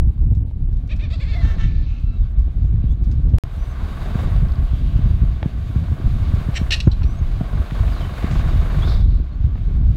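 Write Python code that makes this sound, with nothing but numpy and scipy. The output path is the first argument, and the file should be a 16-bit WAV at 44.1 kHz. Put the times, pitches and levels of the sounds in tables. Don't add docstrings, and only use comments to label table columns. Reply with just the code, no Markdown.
import sys
import numpy as np
from scipy import signal
from scipy.fft import rfft, irfft
from scipy.io import wavfile
from scipy.ndimage import uniform_filter1d

SR = 44100
rng = np.random.default_rng(int(sys.argv[2]) if len(sys.argv) > 2 else 0)


def put_to_file(sound):
    columns = np.atleast_2d(sound).T
    safe = np.clip(columns, -1, 1)
    whole_steps = np.round(safe * 32767)
    wavfile.write(sys.argv[1], SR, whole_steps.astype(np.int16))


def gain_from_decibels(decibels):
    exponent = np.asarray(decibels, float) / 20
    return 10 ** exponent


N = 439236


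def evened(x):
    return x / np.sqrt(np.mean(x ** 2) + 1e-20)


def add(mix, s, sound):
    part = mix[round(s * SR):][:len(sound)]
    part += sound[:len(part)]


def curves(table, t):
    s, *values = np.transpose(table)
    return [np.interp(t, s, v) for v in values]


def resonate(x, hz, width, times=1):
    turn = np.exp(2j * np.pi * np.cumsum(hz * np.ones(len(x))) / SR)
    r = np.exp(-np.pi * width / SR)
    for _ in range(times):
        x = 2 * (turn * signal.lfilter([1 - r], [1, -r], x / turn)).real
    return x


def noise(colour, lo_hz=0, hi_hz=SR, peaks=()):
    hz = np.fft.rfftfreq(N, 1 / SR) + 1e-3
    f, db = np.transpose(colour)
    shape_db = np.interp(np.log(hz), np.log(f), db)
    for at, width, lift in peaks:
        shape_db = shape_db + lift / (1 + (2 * (hz - at) / width) ** 2)
    shape = gain_from_decibels(shape_db) / np.sqrt((1 + (lo_hz / hz) ** 8) * (1 + (hz / hi_hz) ** 8))
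    return evened(irfft(rfft(rng.standard_normal(N)) * shape, N))


def lumps(seconds):
    size = int(seconds * SR)
    return evened(uniform_filter1d(uniform_filter1d(rng.standard_normal(N), size), size))


def unsteadiness(length, size):
    return evened(uniform_filter1d(rng.standard_normal(length), size))


def wind():
    # (time [s], gust strength [dB], fineness of the eddies [dB])
    gusts = [(0.06, -12, -7.5), (0.75, -18.5, -8), (1.3, -20.5, -8.5), (1.65, -14, -7), (2.2, -17.5, -10.5),
             (2.8, -14.5, -8.5), (3.33, -17, -5.5), (3.5, -23, -9), (4.0, -14, -5.5), (4.4, -13.5, -6.5),
             (5.2, -14.5, -8), (5.85, -25.5, 6), (6.12, -17.5, -4), (7.2, -19.5, -7.5), (8.1, -17, -3),
             (8.5, -16.5, -2.5), (9.1, -9.5, -12), (9.9, -14, -7)]
    # (frequency [Hz], density [dB per Hz])
    buffet_colour = [(6, -23), (37, -0.5), (63, -1), (134, -10), (255, -20.5), (480, -40), (900, -48.5),
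                     (1980, -130)]
    # (time [s], length [s], depth [dB])
    lulls = [(0.152, 0.084, 18.5), (0.518, 0.082, 8), (0.904, 0.18, 2.5), (1.955, 0.21, 8),
             (2.15, 0.041, 5), (2.302, 0.063, 5), (2.393, 0.042, -9), (2.52, 0.07, 8), (2.981, 0.051, 6),
             (3.728, 0.094, 6.5), (4.006, 0.33, 11), (4.548, 0.038, 11.5), (4.69, 0.12, 8.5),
             (5.407, 0.14, 6), (5.52, 0.11, 6), (5.678, 0.14, 9.5), (5.875, 0.15, 2.5), (8.07, 0.09, 5),
             (5.42, .2, 2.5), (5.987, 0.12, 9), (8.393, 0.091, -5), (4.68, 0.18, 2), (3.49, 0.1, 5),
             (6.072, 0.033, -7.5), (6.42, 0.042, 10.5), (6.528, 0.048, 8), (6.78, 0.074, 4),
             (6.975, 0.05, -1), (7.49, 0.066, 12), (7.684, 0.11, 13), (8.138, 0.22, 7.5),
             (8.709, 0.12, 2.5), (9.04, 0.062, -4), (9.326, 0.19, 16.5), (9.578, 0.18, 9)]
    lull_reach = (0.95, 1.18, 0.66)
    # (time [s], peak [dB], frequency [Hz])
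    slaps = [(0.16, -20, 98), (0.37, -5.5, 73), (1.6576, -4.5, 74), (2.1, -19, 76), (2.74, -12.5, 106),
             (3.3363, -0.5, 77), (4.154, -8, 140), (4.43, -7.5, 100), (4.733, -10, 95), (4.991, -10, 126),
             (5.291, -16, 90), (5.428, -13.5, 78), (5.458, -9.5, 160), (5.759, -8.5, 115),
             (5.7, -18.5, 108), (6.337, -5, 98), (6.486, -10.5, 144), (6.412, -19, 150),
             (6.163, -15.5, 116), (6.043, -9.5, 89), (5.916, -16, 160), (5.234, -8, 122), (5.623, -16, 73),
             (4.351, -10, 76), (2.038, -15, 89), (2.206, -21, 70), (0.94, -17.5, 88), (0.73, -20.5, 80),
             (7.72, -14, 138), (2.84, -9.5, 116), (3.02, -14, 95), (1.43, -7, 70), (7.3, -28, 190),
             (7.8, -7, 60), (8.843, -19, 70), (9.06, -19, 170), (9.2, -22, 230), (6, -20, 230),
             (9.666, -17, 89), (9.813, -18, 125), (6.614, -10.5, 160), (6.872, 4, 119), (7.045, -3.5, 60),
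             (7.212, -15.5, 130), (7.409, -8.5, 151), (7.6, -18, 118), (8.242, -12, 210), (8.457, -22, 180),
             (8.559, -7.5, 88), (9.402, -9.5, 51), (9.442, -6.5, 77)]
    buffet_db, flutter_db = 1.5, -9.5
    swing = 0.83

    gust_db, fine_db = curves(gusts, np.arange(N) / SR)
    t = np.arange(N) / SR
    lull_db = -sum(db * np.exp(-(2 * (t - s) / length) ** 2) for s, length, db in lulls)
    eddy = np.minimum(lumps(0.023), 2.2)

    heave = evened(noise(buffet_colour, 0, 74.1) * gain_from_decibels(eddy))
    buffet = evened(noise(buffet_colour, 70.6, 149.0) * gain_from_decibels(4.05 * eddy))
    flutter = evened(noise(buffet_colour, 135.4) * gain_from_decibels(0.8 * eddy + 2.94 * lumps(0.012)))
    out = gain_from_decibels(gust_db + lull_reach[0] * lull_db) * heave
    out += gain_from_decibels(gust_db + fine_db + buffet_db + lull_reach[1] * lull_db) * buffet
    out += gain_from_decibels(gust_db + fine_db + flutter_db + lull_reach[2] * lull_db) * flutter
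    out = swing * np.tanh(out / swing)

    for s, db, hz in slaps:
        turns = np.arange(int(.08 * SR)) / SR * hz * 1.473
        swell = turns / 0.57 * np.exp(1 - turns / 0.85)
        slowing = turns / (1 + turns / 4.54)
        add(out, s, gain_from_decibels(db - 3.5) * swell * np.sin(2 * np.pi * slowing))
    return out


def roar():
    # (time [s], roar level [dB])
    roar_swells = [(0.06, -63), (0.57, -68), (1.0, -57.5), (1.5, -47.5), (1.75, -60), (3.39, -57),
                   (3.43, -49.5), (4.2, -39.5), (4.44, -45.5), (5.39, -49.5), (6.07, -44.5), (6.71, -43),
                   (6.86, -50), (8.34, -36), (8.5, -38), (8.93, -38), (9.06, -54), (9.88, -53.5)]
    # (firing rate [per s], time of one firing [s])
    firing = (23.05, 8.31)
    # (frequency [Hz], density [dB per Hz])
    roar_colour = [(300, 1.5), (500, -6.5), (900, -11), (1400, -13), (2500, -17.5), (4200, -24),
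                   (5300, -31.5), (9000, -43.5)]
    # (frequency [Hz], density [dB per Hz])
    hiss_colour = [(4000, -2.5), (7000, -4.5), (10000, -9), (15500, -11.5)]
    # (roar level [dB], hiss level [dB])
    hiss_law = [(-53, -82.3), (-47, -71), (-40, -65), (-36, -64)]
    # (frequency [Hz], width [Hz], lift [dB])
    housing = [(677, 140, 7.5), (1122, 184, 8.5), (1542, 290, 5.5), (2210, 160, 3.5), (3730, 320, 4.5),
               (4690, 55, 7.5), (6650, 640, 4.5)]

    t = np.arange(N) / SR
    roar_db = curves(roar_swells, t)[0]
    rush_db = -52.5 + 0.83 * (roar_db + 46.0)
    hiss_db = np.interp(roar_db, *np.transpose(hiss_law))

    turns = (t - firing[1]) * firing[0]
    strength = gain_from_decibels(1.3 * rng.standard_normal(400))[np.floor(turns).astype(int)]
    puffs = uniform_filter1d(evened(strength * np.exp(-(turns % 1) / .28)), 90)
    throb = np.clip((roar_db + 56) / 50, 0, 1)

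    engine = gain_from_decibels(roar_db + 2.5 + 1.2 * lumps(0.082)) * (1 - throb + throb * puffs)
    engine *= noise(roar_colour, 350, 2300, housing)
    rush = gain_from_decibels(rush_db + 1.3 * lumps(0.049)) * (1 + 0.34 * throb * (puffs - 1))
    rush *= noise(roar_colour, 2450, SR, housing)
    hiss = gain_from_decibels(hiss_db + 6.5 + 1.2 * lumps(0.045)) * noise(hiss_colour, 7500)
    return engine + rush + hiss


def whistles():
    # (start [s], end [s], start frequency [Hz], end frequency [Hz], level [dB])
    gliding_notes = [(2.63, 2.7, 6400, 7100, -77), (2.862, 2.89, 3000, 3330, -65),
                     (2.88, 2.93, 3280, 3520, -60), (2.925, 2.945, 3550, 3850, -66),
                     (2.9, 2.94, 6000, 7000, -69), (2.9, 2.94, 7400, 8500, -72),
                     (3.58, 3.675, 5850, 6150, -65), (3.68, 3.735, 6100, 6300, -65),
                     (3.66, 3.73, 7900, 7750, -70), (6.845, 6.876, 6450, 6750, -64),
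                     (7.0, 7.18, 5350, 6400, -65), (7.165, 7.2, 6500, 6480, -58),
                     (7.12, 7.195, 7800, 8150, -68), (7.91, 7.955, 5200, 4400, -57),
                     (7.945, 8.0, 4400, 3800, -52), (8.0, 8.035, 3350, 2950, -52),
                     (8.025, 8.06, 2950, 3150, -48), (7.75, 7.78, 2900, 4100, -54),
                     (7.06, 7.13, 7500, 7800, -74), (8.815, 8.865, 3200, 3780, -41),
                     (2.11, 2.205, 3900, 3850, -66), (2.2, 2.24, 3850, 3480, -64),
                     (9.31, 9.36, 4080, 4520, -64)]
    out = np.zeros(N)
    for start, end, start_hz, end_hz, db in gliding_notes:
        width = 3 / (end - start)
        hz = np.linspace(start_hz, end_hz, int((end - start) * SR))
        breath = evened(resonate(rng.standard_normal(len(hz)), hz, width, 2))
        tone = np.sin(2 * np.pi * np.cumsum(hz) / SR) * 60 / (width + 40) + .45 * breath
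        swell = signal.windows.tukey(len(hz), .35) * gain_from_decibels(1.8 * unsteadiness(len(hz), 400))
        add(out, start, gain_from_decibels(db) * evened(tone) * swell)
    return out


def rustles():
    # (time [s], peak [dB], frequency [Hz])
    brushes = [(0.347, -45.5, 3650), (0.726, -47.5, 3621), (0.764, -48, 3530), (0.872, -46, 3840),
               (0.959, -40, 3680), (2.39, -45, 3500), (3.039, -43, 3960), (3.111, -36, 3520),
               (3.289, -43.5, 3500), (4.191, -41.5, 3900), (6.077, -43.5, 3400), (6.3444, -38, 3870)]
    out, t = np.zeros(N), np.arange(3000) / SR
    for s, db, hz in brushes:
        brush = evened(resonate(rng.standard_normal(len(t)), hz, 1.9 * hz, 3))
        add(out, s, gain_from_decibels(db - 9.0 - 60 * t / 0.077) * np.minimum(t / 0.0042, 1) * brush)
    return out


def clicks():
    # (time [s], peak [dB], frequency [Hz])
    twigs = [
        (4.486, -39, 3500),
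        (4.521, -36, 3700),
        (4.556, -40.5, 4200),
        (4.652, -45.5, 4500),
        (4.873, -45, 4550),
        (4.91, -42, 2800),
    ]
    out, t = np.zeros(N), np.arange(3000) / SR
    for s, db, hz in twigs:
        snap = resonate(rng.standard_normal(len(t)) * gain_from_decibels(-60 * t / .01), hz, .6 * hz, 3)
        add(out, s, gain_from_decibels(db) * snap / abs(snap).max())
    return out


def ticks():
    # (time [s], peak [dB], knock frequency [Hz], crack share [dB])
    knocks = [(0.177, -47, 715, -26), (0.511, -43.5, 507, -27.5), (3.341, -28.5, 450, -21.5),
              (5.4287, -22, 590, -13), (6.874, -28, 630, -32), (7.02, -32.5, 1000, -19),
              (7.41, -24.5, 480, -25), (7.709, -33.5, 1500, -18), (9.555, -36, 900, -24),
              (8.475, -30, 1200, -28), (8.311, -32, 1800, -20), (8.393, -30, 1700, -14),
              (7.878, -36, 1600, -22), (9.578, -42, 1100, -17)]
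    out, t = np.zeros(N), np.arange(3000) / SR
    crack_band = signal.butter(4, [600, 2900], 'band', fs=SR, output='sos')
    for s, db, hz, crack_db in knocks:
        fading = rng.standard_normal(len(t)) * gain_from_decibels(-60 * t / 0.02) * np.minimum(t / 0.0004, 1)
        knock = resonate(fading, hz, 1.8 * hz, 3)
        impulse = 4 * (t == 0)
        crack = signal.sosfilt(crack_band, fading * gain_from_decibels(-60 * t / .02) + impulse)
        tick = knock / abs(knock).max() + gain_from_decibels(crack_db + 11) * crack / abs(crack).max()
        add(out, s, gain_from_decibels(db + 2.5) * tick)
    return out


def syllable(call, shape, throat, rough, jitter, uneven):
    start, length, top_db, top_hz, beak_hz = call
    attack, release, start_share, end_share, glide, start_db, end_db, base_db = shape
    t = np.arange(0, length, 1 / SR)
    early = np.clip(1 - t / (length * attack), 0, 1)
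    late = np.clip(1 - (length - t) / (length * release), 0, 1)
    effort_db = top_db + start_db * early + end_db * late + 1.6 * unsteadiness(len(t), 500)
    beak_hz = beak_hz * (1 + glide * (2 * t / length - 1))
    hz = top_hz * (1 + (start_share - 1) * early ** 1.5 + (end_share - 1) * late ** 1.5)
    hz = hz * (1 + .008 * unsteadiness(len(t), 500))

    turns = np.cumsum(hz * (1 + jitter * unsteadiness(len(t), 80))) / SR
    pulses = sum(np.cos(2 * np.pi * k * turns) * (k * hz < 9500) / np.sqrt(k) for k in range(2, 17))
    pulses = pulses * (1 + uneven * np.cos(np.pi * turns))
    puffs = (0.31 + np.exp(-(turns % 1) / 0.45)) * rng.standard_normal(len(t))
    drive = (1 - rough) * evened(pulses) + rough * evened(puffs)

    tract = resonate(resonate(drive, beak_hz, 810), beak_hz, 680)
    tract += sum(gain_from_decibels(db) * resonate(drive, f, w * 1.4, 2) for f, w, db in throat)
    fundamental = gain_from_decibels(base_db + 9) * np.cos(2 * np.pi * turns)
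    voice = gain_from_decibels(effort_db) * (evened(tract) + fundamental)
    return start, voice * signal.windows.tukey(len(t), .1)


def utter(kinds):
    out = np.zeros(N)
    for calls, *kind in kinds:
        for call in calls:
            add(out, *syllable(call, *kind))
    return out


def hisses():
    # (start [s], end [s], frequency [Hz], width [Hz], level [dB])
    hiss_swells = [(8.83, 9.07, 3650, 600, -44), (8.83, 9.06, 4350, 2000, -45), (.95, 2.3, 4000, 1800, -55),
                   (9.0, 9.3, 3900, 1800, -57), (4.5, 5.45, 3000, 2000, -55), (8.27, 8.45, 6000, 6000, -52),
                   (1.59, 1.7, 3000, 2000, -49), (1.68, 2.0, 3800, 1800, -59), (1.84, 2.1, 2580, 450, -57),
                   (1.6, 1.95, 2400, 700, -56), (8.15, 8.5, 1800, 1500, -44)]
    out = np.zeros(N)
    for start, end, hz, width, db in hiss_swells:
        breath = rng.standard_normal(int((end - start) * SR))
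        swell = np.interp(np.linspace(0, 1, len(breath)), [0, .28, 1], [0, 1, 0])
        swell = swell * gain_from_decibels(2 * unsteadiness(len(breath), 600))
        add(out, start, gain_from_decibels(db) * evened(resonate(breath, hz, width, 3)) * swell)
    return out


def harsh_calls():
    screeches = [
        (6.714, .041, -19.5, 920, 2820),
        (7.03, 0.016, -43.5, 773, 2650),
    ]
    squawks = [
        (6.55, 0.034, -27.5, 930, 2300),
    ]
    snaps = [
        (6.54, 0.018, -42, 650, 2850),
        (6.707, 0.0075, -18.5, 677, 2870),
        (6.802, 0.013, -23, 927, 2800),
        (6.914, .024, -41, 794, 4130),
    ]
    screech_shape = (.2, .25, .95, .93, 0, -8, -14, -60)
    squawk_shape = (.35, .2, .95, .95, .06, -12, -8, -60)
    snap_shape = (.1, .8, .99, 1.03, -.01, -1.5, -9, -60)
    screech_throat = [(1880, 160, -5), (3400, 830, -10), (3900, 1060, -4), (5150, 520, -13),
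                      (7160, 550, -25), (9500, 2700, -34)]
    squawk_throat = [(1950, 200, -6.5), (2800, 580, -0.5), (3700, 830, -7), (5540, 540, -5.5),
                     (7360, 590, -10), (9500, 2700, -40)]
    snap_throat = [(3320, 500, -4), (3980, 770, 0), (5230, 730, -6.5), (7140, 1000, -19),
                   (10000, 3000, -31)]
    return utter([(screeches, screech_shape, screech_throat, .68, .06, .7),
                  (squawks, squawk_shape, squawk_throat, .65, .06, .7),
                  (snaps, snap_shape, snap_throat, .55, .05, .7)])


def hoarse_calls():
    croaks = [
        (1.415, .15, -42, 445, 1790),
        (1.58, .105, -41, 447, 1790),
        (1.67, .19, -54, 443, 1780),
        (1.85, .2, -57, 436, 2450),
    ]
    whines = [
        (1.88, .15, -65, 1350, 2690),
        (2.035, .15, -60, 1345, 2690),
    ]
    croak_shape = (.2, .35, 1.015, .975, .02, -4, -10, -60)
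    whine_shape = (.3, .3, .98, .99, 0, -5, -12, -6.5)
    croak_throat = [(1270, 590, -15), (1660, 310, -8), (2800, 170, 1), (3050, 220, -4), (3700, 350, -2),
                    (4120, 410, -13), (5370, 1500, -14.5)]
    whine_throat = [(3900, 300, -9)]
    return utter([(croaks, croak_shape, croak_throat, .52, .016, .25),
                  (whines, whine_shape, whine_throat, .42, .016, .1)])


def clear_calls():
    cackles = [
        (.89, 0.053, -38.5, 636, 2470),
        (.99, 0.081, -40, 619, 2430),
    ]
    chatter = [
        (1.262, .062, -41, 460, 2240),
        (1.318, .034, -40, 448, 2190),
    ]
    yelps = [
        (1.376, .046, -41, 671, 2010),
    ]
    rasps = [
        (1.1, .066, -40.5, 681, 2510),
    ]
    clucks = [
        (1.198, .044, -39, 582, 2270),
        (1.243, 0.022, -47, 542, 2160),
    ]
    yips = [
        (1.343, 0.033, -40.5, 702, 2100),
    ]
    cackle_shape = (.6, .4, .66, .79, 0, -8, -9, -17)
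    chatter_shape = (.6, .4, .87, .91, 0, -7, -3, -16)
    yelp_shape = (.3, .25, .98, .97, -.02, -6, -6, -6)
    rasp_shape = (.64, .36, .56, .8, .08, -9, -9, -13)
    cluck_shape = (.6, .4, .78, .86, 0, -3, -6, -16)
    yip_shape = (.55, .25, .72, .97, 0, -6, -6, -6)
    cackle_throat = [(1250, 380, -20.5), (1870, 400, -13), (3070, 460, -7.5), (3500, 510, -6),
                     (4300, 110, -11), (5410, 410, -18.5), (7200, 490, -35)]
    low_throat = [(1300, 300, -16), (1900, 400, -14), (2580, 600, -11), (3500, 400, 0), (4160, 570, -3.5),
                  (6500, 2300, -23)]
    arch_throat = [(1350, 500, -12), (2000, 500, -8), (3600, 700, 2), (4300, 700, -5), (6500, 2300, -21)]
    return utter([(cackles, cackle_shape, cackle_throat, .21, .012, .1),
                  (chatter, chatter_shape, low_throat, .24, .012, .05),
                  (yelps, yelp_shape, cackle_throat, .2, .01, .05),
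                  (rasps, rasp_shape, arch_throat, .34, .012, .1),
                  (clucks, cluck_shape, low_throat, .25, .012, .05),
                  (yips, yip_shape, cackle_throat, .2, .01, .05)])


def vultures():
    voices = clear_calls() + hoarse_calls() + harsh_calls() + hisses()
    return signal.lfilter(*signal.butter(2, [300, 8700], 'band', fs=SR), voices)


def thicket(x):
    t = np.arange(int(.3 * SR)) / SR
    taps = rng.choice([-1., 0, 1.], len(t), p=[.1, .8, .1]) * gain_from_decibels(-60 * t / .17) * (t > .012)
    return signal.oaconvolve(x, taps / np.linalg.norm(taps))[:N]


def scene():
    air = wind() + roar()
    birds = vultures() + ticks() + clicks() + rustles() + whistles()
    return (air + birds + gain_from_decibels(-12.0) * thicket(birds))[None]


def limiter(x):
    level_db = 20 * np.log10(abs(x) + 1e-9)
    fall = np.arange(N) * 130. / SR
    over_db = np.maximum(np.maximum.accumulate(level_db + fall) - fall, 0)
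    return np.clip(x / gain_from_decibels(uniform_filter1d(over_db, 200, origin=99)), -.795, .795)


def starve(x):
    frame = dict(nperseg=2048, noverlap=1024, window="cosine")
    z = signal.stft(x, **frame)[2]
    bass_db = 10 * np.log10((abs(z[:20]) ** 2).sum(0) + 1e-12)
    bands = z[152:984].reshape(52, 16, -1)
    band_db = 10 * np.log10((abs(bands) ** 2).sum(1) + 1e-14)
    demand_db = 4.5 * rng.standard_normal(z.shape[1]) + 2 * rng.standard_normal(band_db.shape)
    threshold_db = -87 + .35 * (bass_db + 20) - .17 * np.arange(52)[:, None] + demand_db
    z[152:984] = (bands * (band_db > threshold_db)[:, None]).reshape(832, -1)
    return signal.istft(z, **frame)[1][:N]


def scene_change(x):
    cuts = [
        (0, -.43),
        (149262, .15),
        (151561, .09),
        (439235, .1),
    ]
    silence = (149263, 151561)
    for at, pressure in cuts:
        x = x + (pressure - x[at]) * np.exp(-((np.arange(N) - at) / 400) ** 2)
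    x[silence[0]:silence[1]] = 0
    return x


def roll_off(x):
    return signal.sosfilt(signal.butter(12, 15760, fs=SR, output="sos"), x)


def record(dry):
    heard = starve(limiter(dry[0]))
    return roll_off(scene_change(heard)[None])


dry = scene()
out = record(dry)
put_to_file(out)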